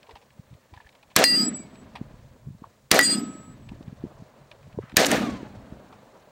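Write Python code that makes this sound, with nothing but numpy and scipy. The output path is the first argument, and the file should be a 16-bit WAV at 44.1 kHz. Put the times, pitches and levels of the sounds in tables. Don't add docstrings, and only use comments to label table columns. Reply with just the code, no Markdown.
import sys
import numpy as np
from scipy import signal
from scipy.fft import rfft, irfft, next_fast_len
from scipy.io import wavfile
from scipy.ndimage import map_coordinates

SR = 44100
rng = np.random.default_rng(int(sys.argv[2]) if len(sys.argv) > 2 else 0)


def digitize_waveform(pressure):
    field = np.atleast_2d(pressure).T
    bounded = np.clip(field, -1, 1)
    quanta = np.round(bounded * 32767).astype(np.int16)
    wavfile.write(sys.argv[1], SR, quanta)


def invert_db(x):
    u = np.asarray(x, float) / 20
    return 10 ** u


N = 278271

# (time [s], blast before overload [dB], length [s], pressure push [dB], hammer fall [dB])
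SHOTS = [
    (1.163, 2.5, 0.0041, -11.5, -35),
    (2.914, 3, 0.0044, -7.5, -35.5),
    (4.968, 4.998, 0.0037, -8, -36),
]
GAIN_SLACK_DB = [8.2, 0.25, 3.8, 2.3, .3]
# (time [s], level [dB])
CLEAR_DB = [(1.2, 1), (1.232, -8.5), (1.245, 1.5), (1.27, 2), (1.3, -16.5), (1.52, -12.5), (1.6, -1.5),
            (2.95, 2), (2.985, -3), (3.0, 4.5), (3.055, 5.5), (3.08, -1), (3.14, -2.5), (3.25, -6),
            (3.35, -0.5), (5.07, -0.5), (5.085, -4), (5.13, -7), (5.2, -2), (5.3, 1.5)]


def unit(x):
    return x / np.sqrt(np.mean(x ** 2) + 1e-20)


def curves(rows):
    s, *cols = np.transpose(rows)
    return [np.interp(np.arange(N) / SR, s, c) for c in cols]


def filtered(x, response):
    m = next_fast_len(len(x) + 8192)
    return irfft(rfft(x, m) * response(np.fft.rfftfreq(m, 1 / SR)), m)[:len(x)]


def peak(hz, width_hz):
    return lambda f: 1j * f * width_hz / (hz * hz - f * f + 1j * f * width_hz)


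def wobble(rate):
    return map_coordinates(rng.standard_normal(int(N * rate / SR) + 4), [np.arange(N) * rate / SR])


def noise(spectrum, lo, hi):
    f, db = np.transpose(spectrum)
    colour = lambda hz: invert_db(np.interp(np.log(hz + 1), np.log(f), db, right=-120))
    x = filtered(rng.standard_normal(N), colour)
    return x / np.std(filtered(x, lambda hz: (hz > lo) & (hz < hi)))


def add(track, s, sound):
    track[round(s * SR):][:len(sound)] += sound


def sounding(rows):
    start, end = rows[0][0], rows[-1][0]
    return np.interp(np.arange(N) / SR, [start - .002, start, end - .04, end], [0, 1, 1, 0])


def summed(*levels_db):
    return 10 * np.log10(sum(invert_db(db) ** 2 for db in levels_db))


def swell(age, first_db, swell_s, full_db, held_s, fall):
    rise_db = np.interp(age, [0, swell_s], [first_db, full_db])
    return rise_db - fall * np.maximum(age - max(held_s, swell_s), 0)


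def repeated(x):
    since = np.arange(N) - np.round(np.array(SHOTS)[:, :1] * SR).astype(int)
    return x[np.where(since < 0, np.arange(N), since).min(axis=0)]


def thumps():
    # (time [s], peak [dB], frequency [Hz])
    eddies = [(.129, -44.5, 62), (0.385, -33.5, 135), (.503, -43, 100), (0.519, -39.5, 123),
              (0.541, -44, 100), (.72, -40.5, 80), (.759, -44, 88), (.848, -47.5, 62), (2.003, -22.5, 178),
              (2.13, -39, 166.4), (2.462, -33, 137.3), (2.476, -33, 150.3), (2.496, -34, 129.7),
              (2.539, -37.5, 141), (2.61, -35, 196), (3.708, -27.5, 183), (3.723, -37, 260),
              (3.798, -33, 226), (3.87, -28.5, 134), (3.917, -32, 169), (4.0288, -22, 220),
              (4.0405, -29, 240), (4.056, -37, 136), (4.212, -34.5, 163), (4.666, -38.5, 129),
              (4.735, -38, 150), (4.767, -25, 146), (4.827, -35.5, 156), (4.917, -38, 201),
              (4.931, -31, 210), (5.42, -27, 260), (5.713, -29.5, 186.5)]
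    # (frequency [Hz], density [dB per Hz])
    buffet_colour = [(12, -40), (20, -6), (113, -4), (140, -0.5), (180, -28.5), (310, -120)]
    # (time [s], level [dB])
    buffet_level = [(0.0, -72.5), (0.7, -69.5), (0.88, -75.5), (2.02, -53), (2.56, -60.5), (2.67, -70.5),
                    (3.73, -52), (4.43, -65.5), (5.309, -48), (5.57, -50.5), (5.87, -63.5), (6.31, -72)]
    out, t = np.zeros(N + SR), np.arange(3000) / SR
    for s, db, hz in eddies:
        cycles = np.clip(0.9 - 0.012 * (db + 37.5), .3, 1.2)
        u = (t - .012) * hz / cycles
        puff = unit(filtered(rng.standard_normal(len(t)), lambda f: peak(2 * hz, 2 * hz)(f) ** 4))
        push_pull = np.sin(2 * np.pi * hz * (.012 - t))
        add(out, s, invert_db(db + 3.0) * np.exp(-3 * u * u) * (push_pull + 0.099 * puff))
    buffet_db = curves(buffet_level)[0] + 6 + 2.7 * wobble(15)
    return out[:N] + invert_db(buffet_db) * unit(noise(buffet_colour, 25, 120))


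def ticks():
    # (time [s], peak [dB], low knock [dB], t60 [s])
    crunches = [(0.029, -38, -32, 0.012), (0.0666, -43, -1, 0.043), (0.0904, -38, 3.5, 0.11),
                (0.1076, -37, -8, 0.05), (.153, -35, -3, 0.1), (.214, -45, -8, .03), (0.222, -47, 0, 0.055),
                (0.3032, -45, -17, 0.035), (0.5366, -50, -6, 0.034), (0.7369, -35.5, -2.5, 0.085),
                (0.7635, -43, -22, 0.023), (0.776, -45, -6, 0.054), (.8028, -43, -4, 0.098),
                (0.8692, -42, -10, 0.032), (0.8897, -42, -24, 0.013), (.9239, -48, -10, .03),
                (.9488, -43, -5, 0.056), (1.0272, -41.5, -4.5, 0.033), (1.1003, -47, -8, 0.066),
                (1.113, -43, -5.5, .06), (1.753, -41.5, -7, .053), (1.953, -26, -2.5, 0.073),
                (2.636, -57, 18.5, 0.1), (3.688, -34, -10, 0.035), (3.7188, -57, 13, 0.03),
                (3.8247, -45, -9, 0.03), (3.877, -46, -4, .025), (4.024, -52, 4, .03),
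                (4.5132, -31, -8, 0.035), (4.6275, -49, -8.5, 0.029), (4.669, -52.5, -1.5, .04),
                (4.724, -42.5, -15.5, 0.039), (4.8945, -37, -9, 0.045), (4.9182, -36, -10.5, .03),
                (4.941, -45, -16, .03), (5.9252, -47, 10, 0.053)]
    # (time [s], level [dB])
    scuff = [(4.8, -82.5), (4.825, -52), (4.87, -55.5), (4.92, -58.5), (4.96, -66)]
    out, t = np.zeros(N + SR), np.arange(4000) / SR
    for s, db, low_db, t60 in crunches:
        def colour(f):
            low = invert_db(low_db + 9.0) * peak(900, 600)(f) ** 3
            high = .6 * peak(3200, 3000)(f) ** 3
            middle = peak(1750, 350)(f) - peak(2450, 400)(f)
            return low + high + middle + invert_db(-23.5) * peak(6500, 4000)(f) ** 4
        grit = rng.standard_normal(len(t)) * invert_db(3 * rng.standard_normal(100).repeat(40))
        envelope = (1 - np.exp(-t / 0.0013)) * invert_db(-60 * t / np.clip(t60, .01, .3))
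        crunch = filtered(grit * envelope, colour)
        add(out, s, invert_db(db - 3.5 + max(low_db, 0)) * crunch / np.abs(crunch).max())
    cloth = unit(filtered(rng.standard_normal(N), lambda f: peak(1400, 1500)(f) ** 3))
    return out[:N] + invert_db(curves(scuff)[0] + 0.96 * wobble(90)) * sounding(scuff) * cloth


def knocks():
    # (time [s], peak [dB], frequency [Hz], t60 [s])
    taps = [(0.087, -44, 420, 0.047), (.108, -41, 455, 0.041), (0.158, -48, 810, 0.078),
            (.227, -52, 497, 0.045), (0.726, -44.5, 330, 0.033), (4.512, -45, 600, 0.042),
            (.737, -41.5, 957, 0.033), (0.747, -48, 990, 0.036), (.775, -38, 910, 0.019),
            (0.7746, -42, 1720, 0.021), (.803, -38.5, 940, 0.018), (0.802, -44, 1740, 0.025),
            (.846, -55, 1750, .03), (0.865, -47.5, 1740, 0.03), (.871, -51, 800, 0.032),
            (2.456, -35, 140, .12), (2.499, -38.5, 140, .08), (2.515, -39, 140, .12),
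            (2.641, -28, 1050, .012), (2.664, -39.5, 100, .08), (3.718, -40, 800, 0.019),
            (3.85, -34, 149.8, .06), (3.89, -39, 150, .06), (4.024, -44, 700, .02),
            (4.047, -31, 220, 0.054), (4.108, -40, 328, .03), (4.109, -46, 1000, .015),
            (4.195, -39, 151, .06), (4.411, -39.5, 140, .06), (4.667, -41, 600, 0.019),
            (4.7875, -8, 412, 0.014), (4.788, -28.5, 940, 0.0094), (4.794, -26.5, 105, 0.086),
            (4.82, -38, 131, .1), (3.137, -37, 2310, 0.025), (3.148, -36, 2820, 0.043),
            (4.977, -17.5, 1729, 0.069), (5.715, -37, 60.7, 0.21)]
    out, t = np.zeros(N + SR), np.arange(8000) / SR
    for s, db, hz, t60 in taps:
        envelope = invert_db(db + 4.0 - 60 * t / t60) * (1 - np.exp(-t * hz / 1.2))
        add(out, s, envelope * np.sin(2 * np.pi * hz * t))
    return out[:N]


def echo_levels():
    # (level [dB], held [s], fade [dB per s], far hills [dB], their fade [dB per s])
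    echo_law = [
        (-28.5, 0.28, 104, -32, 25.5),
        (-23, .06, 60, -53, 9),
        (-28, 0.007, 79.5, -62.5, 14.5),
        (-32.5, 0.0076, 86.5, -74.5, 13),
        (-40.5, 0.1203, 138, -93, 13.5),
    ]
    # (time [s], gain [dB])
    gain_moves = [
        [(1.165, -3.5), (1.22, 0), (1.242, -5), (1.254, -14.5), (1.304, -18), (1.362, -9), (1.464, -7.5),
         (1.6, -10), (1.9, -1.8)],
        [(2.916, 0), (2.981, -2), (2.99, 0), (3.053, -19.5), (3.09, -12.5), (3.125, -6.5), (3.245, -10.5),
         (3.5, -7.5), (3.8, -5.5)],
        [(4.97, 0.8), (5.038, -2.5), (5.068, -4.5), (5.075, -9.5), (5.13, 3.5), (5.26, -0.2), (5.384, -5.5),
         (5.54, -5.5), (5.75, -2.5)],
    ]
    gain_share = [.9, 1.2, 1.01, .8, 0.83]
    # (time [s], strength [dB])
    wind = [(0, -59), (.29, -64.5), (.646, -65), (.886, -63), (1.15, -64), (1.98, -57), (2.2, -60.5),
            (2.51, -78), (2.66, -62.5), (2.9, -77.5), (3.76, -59.5), (4.13, -56), (4.63, -60),
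            (4.83, -60.5), (4.95, -57.5), (5.78, -53.5), (6.31, -58)]
    # (level at calm strength [dB], growth [dB per dB])
    wind_law = [
        (-66.5, 0.2),
        (-60, 1),
        (-74.5, 0.38),
        (-80, 0.17),
        (-96.5, 0.4),
    ]
    calm_strength_db = -60
    gain_db, = curves(np.vstack(gain_moves))
    wind_db, = curves(wind)
    ages = np.arange(N) / SR - np.array(SHOTS)[:, :1] - .006
    age = np.where(ages < 0, 9, ages).min(axis=0)
    levels_db = []
    for law, share, slack_db, (calm_db, growth) in zip(echo_law, gain_share, GAIN_SLACK_DB, wind_law):
        db, held, fade, far_db, far_fade = law
        returns_db = summed(db - fade * np.maximum(age - held, 0), far_db - far_fade * age)
        ducked_db = returns_db + share * (gain_db + np.clip(-gain_db, 0, slack_db))
        breeze_db = calm_db + growth * (wind_db - calm_strength_db)
        levels_db.append(summed(ducked_db, breeze_db))
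    return gain_db, levels_db


def slaps(gain_db):
    # (delay [s], peak [dB])
    far_faces = [(.145, -19), (.215, -21), (.245, -24), (.27, -23), (.306, -22.5), (.323, -19.5),
                 (.386, -27.5), (0.44, -33), (0.57, -41.5)]
    # (delay [s], peak [dB])
    near_faces = [(.0126, -15.5), (.0235, -17), (.0295, -17), (.0356, -10.5), (.0445, -11.5),
                  (.0496, -11.5), (.0515, -15), (.0575, -15), (.067, -16.5), (.0748, -12.5)]
    out, t = np.zeros(N), np.arange(-600, 600) / SR
    for faces, hz, cycles in ((far_faces, 272, 2), (near_faces, 600, 1.3)):
        pulse = np.exp(-3 * (t * hz / cycles) ** 2) * np.sin(2 * np.pi * hz * t)
        for s, *_ in SHOTS:
            for delay, db in faces:
                add(out, s + delay + t[0], invert_db(db) * pulse)
    return out * invert_db(gain_db + np.clip(-gain_db, 0, GAIN_SLACK_DB[0]))


def echo_rumble(rumble_db, lumps):
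    # (frequency [Hz], density [dB per Hz])
    rumble_colour = [(35, -50.5), (60, -21), (162, -7), (203, 0.5), (275, -2), (366, -13), (420, -10.5),
                     (550, -40.5), (920, -120)]
    rumble = unit(invert_db(1.8 * lumps) * noise(rumble_colour, 130, 380)) * invert_db(rumble_db)
    rumble = filtered(rumble, lambda f: (1j * f / (90 + 1j * f)) ** 2)
    near_share = np.clip((rumble_db + 48.5) / 16, 0, 1)
    near = invert_db(rumble_db) * repeated(rumble / invert_db(rumble_db))
    far = 1.61 * filtered(rumble, peak(140, 140))
    return near_share * near + (1 - near_share) * far


def echo_body(body_db, lumps):
    # (frequency [Hz], density [dB per Hz])
    body_colour = [(190, -35.5), (330, -3.5), (517, -1), (752, -2), (933, -12), (1500, -10.5),
                   (1950, -36.5), (3300, -120)]
    # (frequency [Hz], density [dB per Hz])
    breeze_colour = [(190, -34), (330, -7), (453, -2.5), (590, 1), (774, -6.5), (981, -5.5), (1280, -12),
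                     (1600, -14.5), (2080, -43), (3520, -120)]
    build_db, build_s = 5, .04
    shot_share = np.clip((body_db + 56.5) / 12, 0, 1)
    returns = np.sqrt(shot_share) * repeated(noise(body_colour, 400, 1150))
    breeze = np.sqrt(1 - shot_share) * noise(breeze_colour, 400, 1150)
    missing = np.clip(2 - 2 * repeated(np.arange(N) / SR) / build_s, 0, 1)
    level_db = body_db - build_db * missing + 1.2 * lumps + 1.5 * wobble(90) - .6
    return (returns + breeze) * invert_db(level_db)


def echo_treble(edge_db, air_db, top_db):
    # (frequency [Hz], density [dB per Hz])
    edge_colour = [(710, -26), (1200, 0), (1420, -5.5), (1700, 2.5), (1900, 0), (4500, -9), (5850, -37),
                   (9900, -120)]
    air_colour = [(2240, -28.5), (3800, -4), (5840, -4.5), (6670, -6), (9000, -13.5), (11700, -46.5),
                  (19800, -120)]
    top_colour = [(5000, -30.5), (8500, -5), (10800, -8), (13300, -6), (15800, -14.5)]
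    edge = invert_db(edge_db + 1.3 * wobble(70) - 0.46) * noise(edge_colour, 2093, 2650)
    flutter_db = 1.9 * wobble(80)
    air = invert_db(air_db + flutter_db - 0.44) * noise(air_colour, 5290, 6120)
    top_level_db = top_db + 1.4 * flutter_db - 1 + curves(CLEAR_DB)[0]
    return edge + air + invert_db(top_level_db) * unit(noise(top_colour, 9000, 15000))


def echo():
    gain_db, (rumble_db, body_db, *treble_db) = echo_levels()
    lumps = repeated(wobble(55))
    low = echo_rumble(rumble_db, lumps) + echo_body(body_db, lumps)
    return slaps(gain_db) + low + echo_treble(*treble_db)


def whine():
    # (time [s], frequency [Hz], level [dB])
    glides = [
        [(1.34, 2800, -56), (1.39, 3040, -47), (1.46, 3300, -60), (1.49, 3330, -70)],
        [(1.41, 2050, -55), (1.46, 2360, -53), (1.53, 2250, -58), (1.61, 2314, -57), (1.73, 2070, -67)],
        [(1.46, 1600, -68), (1.52, 2000, -51), (1.57, 2220, -60)],
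        [(5.17, 1327, -37), (5.27, 1168, -40), (5.4, 982, -51), (5.56, 709.5, -58), (5.8, 572.5, -57.5)],
    ]
    out = np.zeros(N)
    for rows in glides:
        hz, db = curves(rows)
        phase = 2 * np.pi * np.cumsum(hz + 28 * wobble(150)) / SR
        harmonics = (hz < 1400) * (0.33 * np.sin(2 * phase) + 0.24 * np.sin(3 * phase))
        out += sounding(rows) * invert_db(db + 1.5 * wobble(56)) * (np.sin(phase) + harmonics)
    return out


def glints():
    # (from [s], loudest [s], until [s], frequency [Hz], level [dB])
    flashes = [(1.35, 1.435, 1.495, 4930, -29), (1.34, 1.37, 1.41, 4610, -48),
               (1.49, 1.54, 1.68, 4795, -63), (1.41, 1.46, 1.485, 9010, -58),
               (1.26, 1.33, 1.42, 11480, -52), (1.26, 1.3, 1.47, 9400, -56), (1.26, 1.28, 1.46, 15400, -60),
               (1.27, 1.36, 1.42, 14730, -64), (1.28, 1.33, 1.48, 12320, -58),
               (1.26, 1.28, 1.32, 13580, -56), (1.26, 1.29, 1.39, 10900, -55),
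               (1.27, 1.35, 1.41, 8850, -56), (1.55, 1.585, 1.62, 6510, -64),
               (1.36, 1.42, 1.51, 13090, -56), (1.36, 1.43, 1.48, 10040, -60),
               (3.02, 3.042, 3.068, 3375, -36), (3.03, 3.075, 3.12, 2750, -44),
               (3.09, 3.125, 3.175, 2760, -46), (3.088, 3.105, 3.13, 1920, -43),
               (3.03, 3.065, 3.13, 4190, -35), (3.1, 3.125, 3.165, 4220, -34),
               (3.04, 3.055, 3.08, 4290, -41), (3.09, 3.098, 3.11, 4150, -36),
               (2.995, 3.002, 3.014, 4770, -25), (3.02, 3.035, 3.06, 4900, -34),
               (3.12, 3.165, 3.225, 4928, -39), (3.1, 3.14, 3.19, 3380, -45),
               (3.025, 3.04, 3.07, 6200, -44), (3.2, 3.25, 3.32, 11780, -82),
               (3.02, 3.037, 3.06, 13050, -46), (3.025, 3.045, 3.06, 15200, -50),
               (3.03, 3.05, 3.085, 10350, -49), (3.12, 3.17, 3.25, 13100, -60),
               (3.14, 3.18, 3.21, 8170, -47), (3.02, 3.04, 3.06, 9400, -50)]
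    out, flicker, shake = np.zeros(N), wobble(70), wobble(80)
    for start, top, end, hz, db in flashes:
        at = np.arange(round(start * SR), round(end * SR))
        t, own = at / SR, (at + rng.integers(N)) % N
        window = np.sin(np.interp(t, [start, top, end], [0, np.pi / 2, 0])) ** 2
        tone = np.sin(2 * np.pi * hz * t + .6 * shake[own])
        out[at] += invert_db(2.5 + db + 2.5 * flicker[own]) * window * tone
    return out


def cases():
    # (ejected [s], ring lasts [s], low tone lasts [s], final pitch ratio [1], first sag of it [1])
    ejections = [
        (1.244, 0.42, 0.42, .9998, .001),
        (2.994, .31, 0.56, 1, .007),
    ]
    # (first [dB], swell [s], full [dB], held until [s], fall [dB per s])
    swells = [
        [(-29.5, 0.093, -36, .105, 800.5), (-21.5, .104, -22.5, 0.17, 601.5), (-36, 0.09, -38, 0.18, 298),
         (-64.5, .164, -45, 0.19, 188)],
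        [(-17.5, .036, -22.5, .037, 684), (-35.5, .065, -20, 0.13, 520), (-41, 0.04, -23.5, 0.164, 520),
         (-69.5, 0.16, -46.5, .145, 46)],
    ]
    # (time [s], level [dB])
    facings = [
        [(1.27, -40.5), (1.32, -48), (1.486, -26), (1.522, -59.5), (1.548, -33.5), (1.612, -47.5), (1.686, -75),
         (1.802, -62.5), (1.87, -88.5)],
        [(3.02, -44), (3.056, -33.5), (3.102, -54.5), (3.144, -42), (3.174, -43.5), (3.538, -63), (3.57, -92),
         (3.64, -69), (3.76, -90)],
    ]
    # (turn [s], first peak [s])
    tumble = [
        (0.062, 0.055),
        (.075, 0.059),
    ]
    # (high [Hz], low [Hz])
    long_hz = [
        (7793, 1276),
        (7798, 1276),
    ]
    mouth_hz = [1952, 2757]
    main_hz = [4795, 4926, 4212, 3385, 4441, 4690, 6503, 9590, 10045, 11150, 12026, 12500, 13105]
    upper_hz = [8180, 7018, 10390, 11780, 12960, 14160, 15075]
    # (in first case [dB], in second case [dB], extra fade [dB per s])
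    mouth = [(0, -1.5, -0.5), (-5, -41, -1)]
    main = [(1, -3, 3), (-20, -22.5, -0.5), (-6.5, -31, 151.5), (-39, -46, 80.5), (-25, -29, 58.5),
            (-32, -26.5, 59.5), (-25, -23, 86.5), (-37, -44, 60), (-34, -41, 52), (-36.5, -45, 50),
            (-29.5, -38.5, 67.5), (-34.5, -41.5, 99.5), (-29.5, -32.5, 20)]
    upper = [(6, 0.6, 51), (-12, -9, 70), (-25.5, -29.5, 58.5), (-27.5, -37, 60), (-24.5, -32, 60.5),
             (-17, -24, 100), (-21, -28.5, 80)]
    after = [-65.5, -57, -57]
    settle_s, dip_db = 0.051, -13.5
    out, t = np.zeros(N), np.arange(N) / SR
    for which, (s, lasts, low_lasts, ratio, droop) in enumerate(ejections):
        rows, facing = swells[which], facings[which]
        turn_s, peak_s = tumble[which]
        age = np.maximum(t - s, 0)
        clock = np.cumsum(ratio - droop * np.exp(-age / settle_s)) / SR
        shake = wobble(70)
        clear = np.clip((age - .022) / .008, 0, 1)
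        ringing = sounding([[s], [s + lasts]])
        for tones, modes, row, after_db in zip((mouth_hz, main_hz, upper_hz), (mouth, main, upper), rows, after):
            level_db = np.maximum(swell(age, *row), after_db)
            if tones is upper_hz:
                turning = np.abs(np.cos(np.pi * (age - peak_s) / turn_s))
                level_db += 20 * np.log10(turning + invert_db(dip_db))
            for k, (hz, (*db, fade)) in enumerate(zip(tones, modes)):
                flicker_db = (3.5 if k else .8) * wobble(25) - 1.5 * np.maximum(-52 - level_db, 0)
                mode_db = 4.5 + level_db + db[which] - fade * np.minimum(age, .22) + flicker_db
                tone = np.sin(2 * np.pi * hz * clock + (.3 if k else .1) * shake)
                out += ringing * invert_db(mode_db) * (clear if hz > 9000 else 1) * tone
        high_hz, low_hz = long_hz[which]
        out += sounding(facing) * invert_db(3.0 + curves(facing)[0]) * np.sin(2 * np.pi * high_hz * clock)
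        low_size = sounding([[s], [s + low_lasts]]) * invert_db(5.0 + swell(age, *rows[3]))
        out += low_size * np.sin(2 * np.pi * low_hz * t)
    return out


def bolt():
    # (time [s], peak [dB], length [s], clank [dB], brightness [Hz])
    contacts = [(1.189, -20, .004, -20, 8970), (1.24, 8, 0.0015, 3, 5000), (1.243, -28, .022, -8, 8000),
                (1.257, -25, .006, -21, 8030), (2.943, -18.5, 0.0044, -22, 9015),
                (2.991, 0, .0018, 15, 4500), (3.011, -14, 0.0037, -12, 6000), (3.02, -38, .08, 6, 3200),
                (4.998, -25, 0.0055, -13, 8050), (5.0471, -5.5, 0.0017, -9.5, 2990),
                (5.016, -14, .002, -7, 4000), (5.057, -21, 0.013, -12.5, 5930),
                (5.065, -10.5, 0.0043, -11.5, 5010), (5.115, -15, 0.0036, 0, 5800),
                (5.105, -48, .09, 22, 2000)]
    # (frequency [Hz], width [Hz], level [dB])
    receiver = [(1830, 500, 2.5), (2530, 1100, -7)]
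    out, t = np.zeros(N), np.arange(8000) / SR
    for s, db, length, clank_db, bright_hz in contacts:
        burst = rng.standard_normal(len(t)) * invert_db(db - 9.9 * (t / length) ** 1.6)
        clank = lambda f: sum(invert_db(level + 6.5) * peak(c, w)(f) for c, w, level in receiver)
        bright = lambda f: peak(bright_hz, 1.6 * bright_hz)(f) ** 3
        add(out, s, filtered(burst, lambda f: bright(f) + invert_db(clank_db) * clank(f)))
    return out


def shots():
    out, t = np.zeros(N), np.arange(2000) / SR
    gas_colour = lambda f: 0.71 * peak(4500, 5000)(f) ** 2 + 1.3 * peak(1900, 1800)(f)
    for s, db, length, push_db, hammer_db in SHOTS:
        gas = unit(filtered(rng.standard_normal(len(t)), gas_colour))
        u = np.maximum(t - .0022, 0) / .0005
        push = invert_db(push_db) * 3 * u * (2 - u) * np.exp(-u)
        fade_db = 14 * (t / length) ** 1.7 * (t < 3 * length) + 200 * (t >= 3 * length)
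        add(out, s, invert_db(db - fade_db) * gas + push)
        rattle = unit(filtered(rng.standard_normal(len(t)), lambda f: peak(2500, 3500)(f) ** 2))
        add(out, s - .0075, invert_db(hammer_db) * rattle * (t < .0075) * np.minimum(t / 0.0023, 1))
    return out


def scene():
    background = thumps() + ticks() + knocks() + echo()
    return (background + whine() + glints() + cases() + bolt() + shots())[None]


def low_pass(x):
    return signal.sosfilt(signal.butter(12, 16970, fs=SR, output="sos"), x)


def record(dry):
    # (frequency [Hz], density [dB per Hz])
    hiss_colour = [(3530, -29), (6000, -6), (7140, 0.5), (8230, -2), (9360, -5.5), (10900, -6), (15300, -7),
                   (15550, 5.5), (16200, -4)]
    clipped = dry[0] / (1 + np.abs(dry[0] / .48) ** 6) ** (1 / 6)
    hiss = invert_db(-76.5 + .6 * curves(CLEAR_DB)[0]) * noise(hiss_colour, 8000, 16200)

    def colour(f):
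        bass_cut = 1j * f / (60 + 1j * f)
        shelf_db = -22 / (1 + np.exp(np.clip((15950 - f) / 60, -50, 50)))
        return bass_cut * invert_db(shelf_db) * np.clip((16900 - f) / 400, 0, 1)
    return low_pass(filtered(clipped + hiss, colour)[None])


dry = scene()
out = record(dry)
digitize_waveform(out)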